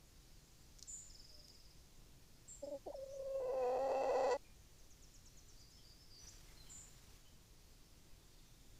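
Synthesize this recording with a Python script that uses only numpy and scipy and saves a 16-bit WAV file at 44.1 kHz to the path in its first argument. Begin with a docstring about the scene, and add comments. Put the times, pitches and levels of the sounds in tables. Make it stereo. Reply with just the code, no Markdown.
"""A quiet yard: low rumble, soft hiss, distant chirps echoing in the pines. Twigs tick, a songbird gives
a thin buzzy call, another trills. At 2.6 s a close hen clucks softly four times, then draws out a call
that swells from a pure note into a rasp: membrane pulses in her syrinx ring the throat and turn uneven
and chaotic under pressure. From 4.8 s come falling slurs, a seesaw song and a second of rustling;
a faint, distant trill ends the scene."""
import sys
import numpy as np
from scipy import signal
from scipy.fft import rfft, irfft, next_fast_len
from scipy.io import wavfile
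from scipy.ndimage import map_coordinates

SR = 44100
rng = np.random.default_rng(int(sys.argv[2]) if len(sys.argv) > 2 else 0)


def materialize(psi):
    """Save the field psi as 16-bit PCM at rate SR to the path in sys.argv[1].

    A 1-D psi becomes a single channel; in a 2-D psi each row is a channel.
    """
    bounded = np.clip(np.atleast_2d(psi).T, -1, 1)
    quanta = np.round(bounded * 32767).astype(np.int16)
    wavfile.write(sys.argv[1], SR, quanta)


N = 387638
TIME = np.arange(N) / SR
BAND_LIMIT_HZ = 15550


def amp(db):
    """dB to gain."""
    return 10 ** (np.asarray(db) / 20)


def unit(x):
    """Scale to rms 1."""
    return x / np.sqrt(np.mean(x ** 2) + 1e-20)


def at_hz(points, hz):
    """Interpolate a table over log frequency."""
    f, value = np.transpose(points)
    return np.interp(np.log(hz + 1), np.log(f + 1), value)


def at_time(points, t):
    """Interpolate a table over time."""
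    return np.interp(t, *np.transpose(points))


def add(mix, s, sound):
    """Mix in a sound at time s."""
    part = mix[:, round(s * SR):][:, :sound.shape[1]]
    part += sound[:, :part.shape[1]]


def pan(side_db):
    """Stereo gains; side_db is left minus right."""
    return amp([[side_db / 2], [-side_db / 2]])


def colour(x, points):
    """Filter by rows of f/Hz, level/dB."""
    size = next_fast_len(x.shape[-1])
    gain = amp(at_hz(points, np.fft.rfftfreq(size, 1 / SR)))
    return irfft(rfft(x, size) * gain, size)[..., :x.shape[-1]]


def wander(t, per_s):
    """Smooth random curve, rms about 1."""
    return map_coordinates(rng.standard_normal(2000), [(t - t[0]) * per_s], order=3, mode="wrap")


def bump(x, centre, width):
    """Rounded peak of height 1; width at half height."""
    return 2. ** -(abs(2 * (x - centre) / width) ** np.pi)


# Air spectrum: f/Hz, level/dB (relative)
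AIR_SPECTRUM = [(28, 3.5), (50, -2), (81, -6.5), (156, -9), (187, -14.5), (350, -16), (520, -21),
                (1510, -27.5), (3490, -26.3), (15500, -33.5)]
# Left-right correlation: f/Hz, correlation/1
AIR_CORRELATION = [(30, 0.47), (130, 0.46), (700, 0.0098)]
# Left-right balance: f/Hz, side/dB
AIR_BALANCE = [(150, -2.5), (2400, 2), (6000, -13), (12000, 1)]

def air(level_db=-60):
    """Outdoor rumble and soft hiss, partly correlated between channels."""
    size = next_fast_len(N)
    hz = np.fft.rfftfreq(size, 1 / SR)
    left, independent = rfft(rng.standard_normal((2, size)))
    correlation = at_hz(AIR_CORRELATION, hz)
    right = correlation * left + np.sqrt(1 - correlation ** 2) * independent
    side = amp(at_hz(AIR_BALANCE, hz) / 2)
    spectrum = np.array([left * side, right / side]) * amp(at_hz(AIR_SPECTRUM, hz))
    return unit(irfft(spectrum, size)[:, :N]) * amp(level_db)


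# Rustle spectrum: f/Hz, level/dB (relative)
RUSTLE_SPECTRUM = [(60, 20), (500, 0.5), (6000, -0.5), (12000, -9)]
# Rustle envelope: t/s, level/dB
RUSTLE_ENVELOPE = [(6.1, -82), (6.24, -62.5), (7.15, -63.5), (7.27, -82)]

def rustle(grain_db=2):
    """A second of soft, grainy rubbing over a faint floor."""
    level_db = at_time(RUSTLE_ENVELOPE, TIME) + grain_db * wander(TIME, 90)
    return unit(colour(rng.standard_normal((2, N)), RUSTLE_SPECTRUM)) * amp(level_db)


# Echo decay: f/Hz, T60/s
ECHO_T60 = [(300, 0.14), (5000, 1), (7500, 0.59), (14000, 0.017)]

def woods(x, echoes_per_s=2000):
    """Sparse echoes off trunks and ground; each band decays at its own rate."""
    taps = rng.standard_normal((2, SR)) * (rng.random((2, SR)) < echoes_per_s / SR)
    taps[:, :200] = 0  # 4.5 ms pre-delay
    hz, t, bands = signal.stft(taps, SR, nperseg=256)
    decay = amp(-60 * t / at_hz(ECHO_T60, hz)[:, None])
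    tail = signal.istft(bands * decay, SR, nperseg=256)[1]
    tail /= np.linalg.norm(tail, axis=1, keepdims=True)
    return signal.fftconvolve(x, tail, axes=1)[:, :N]


def whistle(t, hz, db, taper=0.51):
    """A bird's pure tone along a pitch curve."""
    tone = np.sin(2 * np.pi * np.cumsum(hz) / SR)
    return amp(db) * unit(tone * signal.windows.tukey(len(t), taper))


def note(length_s, start_hz, end_hz, db, buzz_hz):
    """Whistled glide with fast random FM of depth buzz_hz."""
    t = np.arange(0, length_s, 1 / SR)
    return whistle(t, np.geomspace(start_hz, end_hz, len(t)) + buzz_hz * wander(t, 400.3), db)


def far_chirps(source_db=-81, direct_db=-4, high_hz=7100, low_hz=4000, count=800):
    """Blur of chirps deep in the trees, mostly echo, thinning with time."""
    out = np.zeros((2, N))
    for when, length, pitch, glide, distance, side in rng.random((count, 6)):
        hz = high_hz * (low_hz / high_hz) ** (pitch ** 1.5)
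        length_s = 0.0141 + 0.0379 * length ** 2
        chirp = note(length_s, hz, hz * (0.87 + .3 * glide), source_db - 8 * distance, buzz_hz=300)
        add(out, TIME[-1] * when ** 1.15, pan(20 * side - 12) * chirp)
    return amp(direct_db) * out + woods(out)


# Distant calls: t/s, f/Hz
DISTANT_CALLS = [(4.44, 2420), (5.769, 3300), (6.48, 2120), (6.661, 3180), (7.25, 3100)]

def far_calls(call_db=-75, trill_start_s=8.22, trill_hz=3700, trill_db=-83, step_s=.052, fall=.95):
    """Short low calls and one even trill from distant birds, blurred by the trees."""
    out = np.zeros((2, N))
    for s, hz in DISTANT_CALLS:
        add(out, s, note(.046, hz, hz * fall, call_db, buzz_hz=130)[None])
    for k in range(11):
        chip = note(.035, trill_hz, trill_hz * fall, trill_db, buzz_hz=130)
        add(out, trill_start_s + k * step_s, chip[None])
    return out + .5 * woods(out)


def seesaw_song(start_s=5.553, step_s=.268, buzz_s=.135, whistle_s=.085, swell_db=2.5):
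    """Three level-pitched buzzes, each louder, with higher whistles between."""
    out = np.zeros((2, N))
    lead_s = (step_s - buzz_s + whistle_s) / 2
    for k in range(3):
        s = start_s + k * step_s
        add(out, s, pan(32.2) * note(buzz_s, 4760, 4720, db=-82 + swell_db * k, buzz_hz=160))
        if k:
            add(out, s - lead_s, pan(22) * note(whistle_s, 5280, 5230, db=-77, buzz_hz=52))
    return out


# Single bird notes: t/s, length/s, start f/Hz, end f/Hz, level/dB, buzz depth/Hz, side/dB
BIRD_NOTES = [(0.22, 0.22, 5750, 4080, -84, 18, 6), (1.267, 0.23, 621, 580, -80, 8.7, -3),
              (2.635, 0.022, 4870, 5450, -69.5, 200, 14), (2.952, 0.021, 5630, 4940, -68.5, 170, 8),
              (3.07, .13, 5630, 6400, -72.5, 450, 2), (6.18, 0.078, 5930, 5960, -67, 60, -13),
              (6.263, 0.042, 6000, 6940, -64.5, 500, -19.5), (6.559, 0.086, 4230, 4020, -72.5, 50, 19)]

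def single_notes():
    """Scattered glides from birds on both sides."""
    out = np.zeros((2, N))
    for s, *shape, side_db in BIRD_NOTES:
        add(out, s, pan(side_db) * note(*shape))
    return out


def slurs(start_s=4.778, step_s=.1215, quicken_s=.0008, peak_db=-62, ends_db=-6, left_db=-12):
    """Nine falling slurs that quicken slightly, swell and fade."""
    out = np.zeros((2, N))
    for k, place in enumerate(np.linspace(-1, 1, 9)):
        slur = note(0.036, 8100, 4950, peak_db + ends_db * place ** 2, buzz_hz=255)
        add(out, start_s + k * step_s - quicken_s * k ** 2, amp([[left_db], [0]]) * slur)
    return out


def trill(start_s=1.083, step_s=.0472, slowing_s=.00028, level_db=-62, fade_db=12, count=13):
    """Uneven run of falling chirps with higher lead-ins; slows and fades."""
    out = np.zeros((2, N))
    for k, (uneven_db, detune) in enumerate(rng.standard_normal((count, 2))):
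        db = level_db - fade_db * (k / count) ** 4 + uneven_db
        shift_hz = 70 * detune
        lead_in = note(.014, 6900, 5900, db - 12, buzz_hz=200)
        chirp = note(.018, 5480 + shift_hz, 4680 + shift_hz, db, buzz_hz=70)
        add(out, start_s + k * step_s + slowing_s * k ** 2, pan(1) * np.concatenate([lead_in, chirp]))
    return out


# Thin songbird calls: t/s, length/s, settled f/Hz, opening slide/Hz, initial level/dB
SEET_CALLS = [(0.867, 0.17, 6890, 1474, -54), (2.475, 0.091, 7260, 305, -58.5),
              (6.686, 0.18, 6950, 978, -59)]

def seets(slide_s=0.013, flick_hz=650, waver_hz=110, fade_db=7, sizzle_db=-6, side_db=-13, taper=.3):
    """Each call slides onto a high pitch that keeps flicking upward, with a sizzle just above."""
    out = np.zeros((2, N))
    for s, length_s, hz, slide_hz, db in SEET_CALLS:
        t = np.arange(0, length_s, 1 / SR)
        flicks = np.clip(wander(t, 1300) / 2 + 0.111, 0, 1) ** 1.79
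        lift_hz = np.maximum(slide_hz * np.exp(-t / slide_s), flick_hz * flicks)
        pitch_hz = hz + waver_hz * abs(wander(t, 130)) + lift_hz
        band = [(hz - 400, -45), (hz + 100, 0), (hz + 1400, -6), (hz + 2400, -30)]
        sizzle = unit(colour(rng.standard_normal(len(t)), band) * signal.windows.tukey(len(t), taper))
        level_db = db - fade_db * t / length_s
        call = whistle(t, pitch_hz, level_db, taper) + amp(level_db + sizzle_db) * sizzle
        add(out, s, pan(side_db) * call)
    return out


# Twig ticks: t/s, initial level/dB
TWIG_TICKS = [(0.787, -51), (0.7925, -47.5), (0.8266, -42), (1.483, -51)]

def twigs(decay_s=0.0022):
    """Dry ticks: very short, bright noise bursts."""
    out, t = np.zeros((2, N)), np.arange(1024) / SR
    band = [(500, -45), (4700, 14), (6800, 17.5), (10000, -10)]
    for s, db in TWIG_TICKS:
        crack = unit(colour(rng.standard_normal((2, len(t))), band))
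        add(out, s, pan(-2) * amp(db) * crack * np.exp(-t / decay_s))
    return out


def ground_scatter(x, level_db=-9):
    """Leaf litter and a nearby stand scatter treble within milliseconds, differently per channel."""
    taps = rng.standard_normal((2, 400)) * (rng.random((2, 400)) < .15) * np.exp(-np.arange(400) / 150)
    taps[:, :25] = 0
    taps /= np.linalg.norm(taps, axis=1, keepdims=True)
    treble = colour(x, [(500, -18), (1100, -7), (2000, 0)])
    return amp(level_db) * signal.oaconvolve(treble, taps, axes=1)[:, :N]


def syrinx(t, hz, doubling, rough, hiss=.45, puff_s=0.00033):
    """Membrane pulses with air puffs; doubling weakens every second one, rough staggers them."""
    doubling, rough = np.clip([doubling, rough], 0, 1)
    waver = np.where(rough < .08, .022, .01) * wander(t, 130)  # wider on the soft note
    jitter = 0.091 * rough * wander(t, 260)
    turns = np.cumsum(hz * (1 + waver + jitter)) / SR
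    surges, stagger = wander(t, 330), rng.standard_normal(len(t))
    cycle = np.round(turns).astype(int)
    alternate = (-1.) ** cycle
    strength = np.maximum(1 + doubling * alternate + 0.99 * rough * surges, 0)
    shift_turns = np.clip(0.14 * doubling * alternate + 0.094 * rough * stagger[cycle], -1 / 3, 1 / 3)
    from_closure_s = (turns - cycle - shift_turns) / hz
    pulses = np.sinc(BAND_LIMIT_HZ * from_closure_s) * np.cos(np.pi * (turns - cycle)) ** 2
    puffs = rng.standard_normal(len(t)) * np.exp(-abs(from_closure_s) / puff_s)
    breath = colour(strength * puffs, [(600, -16), (1800, 9)])
    return unit(strength * pulses) + hiss * unit(breath)


# Broad throat response: f/Hz, level/dB
THROAT_SHAPE = [(100, -71), (200, -26.5), (275, -12), (370, -10), (440, 0), (660, 2.5), (810, 1.5),
                (950, -14), (1280, -19), (1900, -25), (2300, -30.5), (3300, -24.5), (7300, -40.5),
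                (8700, -27), (14000, -72)]
# Narrow resonances: f/Hz, width/Hz, level/dB
THROAT_FORMANTS = [(990, 70, 9), (1975, 110, 13), (2618, 190, 24.5), (4450, 850, 13), (5859, 600, 10.5),
                   (7200, 600, 18)]
# Neck stretch, moving all formants together: t/s, frequency ratio/1
NECK_STRETCH = [(3.45, 1.01), (3.69, 0.97), (3.95, 1.002), (4.33, 0.99)]
# Piercing nasal resonance: t/s, level/dB
NASAL_GAIN = [(3.3, -0.5), (3.73, 3), (3.88, -3.5), (3.94, 3), (4.16, -0.5), (4.33, -4)]
# Overtone gain from pressing: t/s, level/dB at 1100 Hz
PRESS_GAIN = [(2.65, -31), (3.05, -18.5), (3.43, -10), (3.65, -5.5), (3.87, -4.5), (4.29, -1.5), (4.32, 2),
              (4.36, -3.5)]

def throat(drive, t, tremble=0.007, nasal_hz=2620, nasal_width_hz=450):
    """Resonances shift and tremble with the neck; overtones open up as she presses."""
    hz, frame_s, bands = signal.stft(drive, SR, nperseg=1024, noverlap=896)
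    scene_s = t[0] + frame_s
    neck = at_time(NECK_STRETCH, scene_s) * (1 + tremble * wander(frame_s, 35))
    formants_db = sum(db / (1 + (2 * (hz[:, None] - f * neck) / width) ** 2)
                      for f, width, db in THROAT_FORMANTS)
    nasal_db = np.outer(bump(hz, nasal_hz, nasal_width_hz), at_time(NASAL_GAIN, scene_s))
    shape_db = at_hz(THROAT_SHAPE, hz)[:, None] + formants_db + nasal_db
    # Minimum phase: resonances ring after each pulse.
    log_gain = np.log(amp(shape_db))
    phase = -signal.hilbert(np.concatenate([log_gain, log_gain[-2:0:-1]]), axis=0).imag[:len(hz)]
    press_weight = at_hz([(540, 0), (1100, 1), (2600, 1.75), (7000, 2.1)], hz)
    press_db = np.outer(press_weight, at_time(PRESS_GAIN, scene_s))
    response = amp(shape_db + press_db) * np.exp(1j * phase)
    return signal.istft(bands * response, SR, nperseg=1024, noverlap=896)[1][:len(t)]


# Shadowing of the left channel: f/Hz, level/dB
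LEFT_SHADOW = [(1500, -.8), (2000, -3.5), (4400, 0), (6000, -10), (7300, -17), (14000, -2)]

def voice(t, db, hz, doubling, rough, left_lag_s=0.00014):
    """Syrinx through throat, held to rms level db; the left channel is duller and later."""
    sound = throat(syrinx(t, hz, doubling, rough), t)
    rms = np.sqrt(signal.convolve(sound ** 2, np.hanning(512) / 256, "same") + 1e-12)
    right = sound * amp(db) / rms
    left = map_coordinates(colour(right, LEFT_SHADOW), [np.arange(len(t)) - left_lag_s * SR], order=3)
    return np.array([left, right])


# Soft clucks: t/s, length/s, level/dB, settled f/Hz, opening drop/Hz, initial roughness/1
HEN_CLUCKS = [(2.622, 0.047, -41.5, 541, 69.5, 0.12), (2.661, 0.056, -45.5, 537, 205, 0.65),
              (2.705, 0.081, -44, 545, 130, 0.15), (2.857, 0.055, -44, 567, 407, 0.93)]

def clucks(attack_s=0.018, release_s=0.041, settle_s=0.0127):
    """Short bursts of strong-weak pulses that start high and rough, then settle."""
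    out = np.zeros((2, N))
    for s, length_s, db, hz, drop_hz, rough in HEN_CLUCKS:
        t = np.arange(0, length_s, 1 / SR)
        unsettled = np.exp(-t / settle_s)
        ramp = np.clip(np.minimum(t / attack_s, (length_s - t) / release_s), 0, 1)
        level_db = db + 20 * np.log10(np.sin(np.pi / 2 * ramp) ** 2 + 0.072)
        pitch_hz = hz + drop_hz * unsettled
        doubling = np.ones(len(t))
        add(out, s, voice(s + t, level_db, pitch_hz, doubling, rough * np.sqrt(unsettled)))
    return out


# Slow pitch course: t/s, f/Hz
CALL_PITCH = [(3.39, 543), (3.447, 495), (3.465, 538), (3.495, 499), (3.527, 542), (3.565, 516),
              (3.686, 486.2), (3.735, 517.7), (3.835, 541), (4.36, 538.2)]
# Slow envelope: t/s, level/dB
CALL_ENVELOPE = [(2.92, -45.5), (3.0, -48), (3.064, -51), (3.245, -45.5), (3.27, -42), (3.392, -41.5),
                 (3.64, -37), (4.12, -36.5), (4.185, -35), (4.336, -35), (4.36, -40)]
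# Breaks, syrinx slipping into chaos: t/s, added roughness/1, pitch jump/Hz
CHAOTIC_BREAKS = [(3.413, 0.28, -5.5), (3.532, 0.31, 3), (3.778, 0.49, -8), (3.89, 0.51, -19.5),
                  (3.932, 0.6, 5.5), (4.035, 0.65, 24.5), (4.129, 0.64, 45.5), (4.211, 0.38, -9.5),
                  (4.286, 0.42, 13.5)]
# Clear spells, syrinx locking into even pulses at a lower pitch: t/s, length/s
LOCKED_SPELLS = [(4.106, 0.031), (4.156, 0.018), (4.246, 0.0135), (4.321, .038)]

def long_call(start_s=2.897, rasp_s=3.4, end_s=4.372):
    """A pure, quavering note cracks, swells into a rasp with breaks and clear spells, stops short."""
    crack_s, crack_length_s, crack_hz, crack_db = 2.928, .027, 443, -17
    break_length_s, flutter_db, quaver_db = .032, 3.5, 3.5
    clear_drop_hz, clear_db = 47.94, 1.6
    lift_hz, lift_length_s = 35.6, 0.036
    doubling_max, doubling_rise_s = 0.66, 0.55
    attack_s, release_s = 0.00592, 0.0054

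    t = np.arange(start_s, end_s, 1 / SR)
    crack = np.exp(-(2 * (t - crack_s) / crack_length_s) ** 2)
    chaos = sum(rough * bump(t, s, break_length_s) for s, rough, _ in CHAOTIC_BREAKS)
    jumps_hz = sum(jump_hz * bump(t, s, break_length_s) for s, _, jump_hz in CHAOTIC_BREAKS)
    clear = np.minimum(sum(bump(t, s, length_s) for s, length_s in LOCKED_SPELLS), 1)
    end_lift = bump(t, end_s - lift_length_s / 2, lift_length_s) * (1 - clear)
    hz = at_time(CALL_PITCH, t) + crack_hz * crack + jumps_hz - clear_drop_hz * clear + lift_hz * end_lift

    db = at_time(CALL_ENVELOPE, t)
    softness = np.clip((-36 - db) / 10, .15, 1)
    db += crack_db * crack + clear_db * clear
    db += quaver_db * softness * wander(t, 95)
    db += flutter_db * chaos * wander(t, 340)

    rasp = np.clip((t - rasp_s) / doubling_rise_s, 0, 1)
    doubling = doubling_max * rasp * (1 - clear) * (1 - 1.24 * chaos)
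    rough = np.where(t < rasp_s, .07, .23) + chaos
    gate = np.clip(np.minimum((t - start_s) / attack_s, (t[-1] - t) / release_s), 0, 1) ** 2
    return gate * voice(t, db, hz, doubling, rough)


def hen(call_start_s=2.897):
    """Four clucks, then the long call, with ground scatter."""
    out = clucks()
    add(out, call_start_s, long_call(call_start_s))
    return out + ground_scatter(out)


def scene():
    """Hen near and dry; birds further off, echoing among the trees."""
    sources = [  # sound, echo send/dB
        (hen(), -34),
        (seets(), -4),
        (slurs() + single_notes() + seesaw_song() + trill(), -6),
        (twigs(), -12),
    ]
    direct = sum(sound for sound, _ in sources)
    echoes = woods(sum(amp(send_db) * sound for sound, send_db in sources))
    return direct + echoes + far_chirps() + far_calls() + air() + rustle()


def record(dry):
    """Steep low-pass at the band limit."""
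    lowpass = signal.firwin(511, BAND_LIMIT_HZ, window=("kaiser", 9), fs=SR)
    return signal.oaconvolve(dry, lowpass[None], "same")


dry = scene()
out = record(dry)
materialize(out)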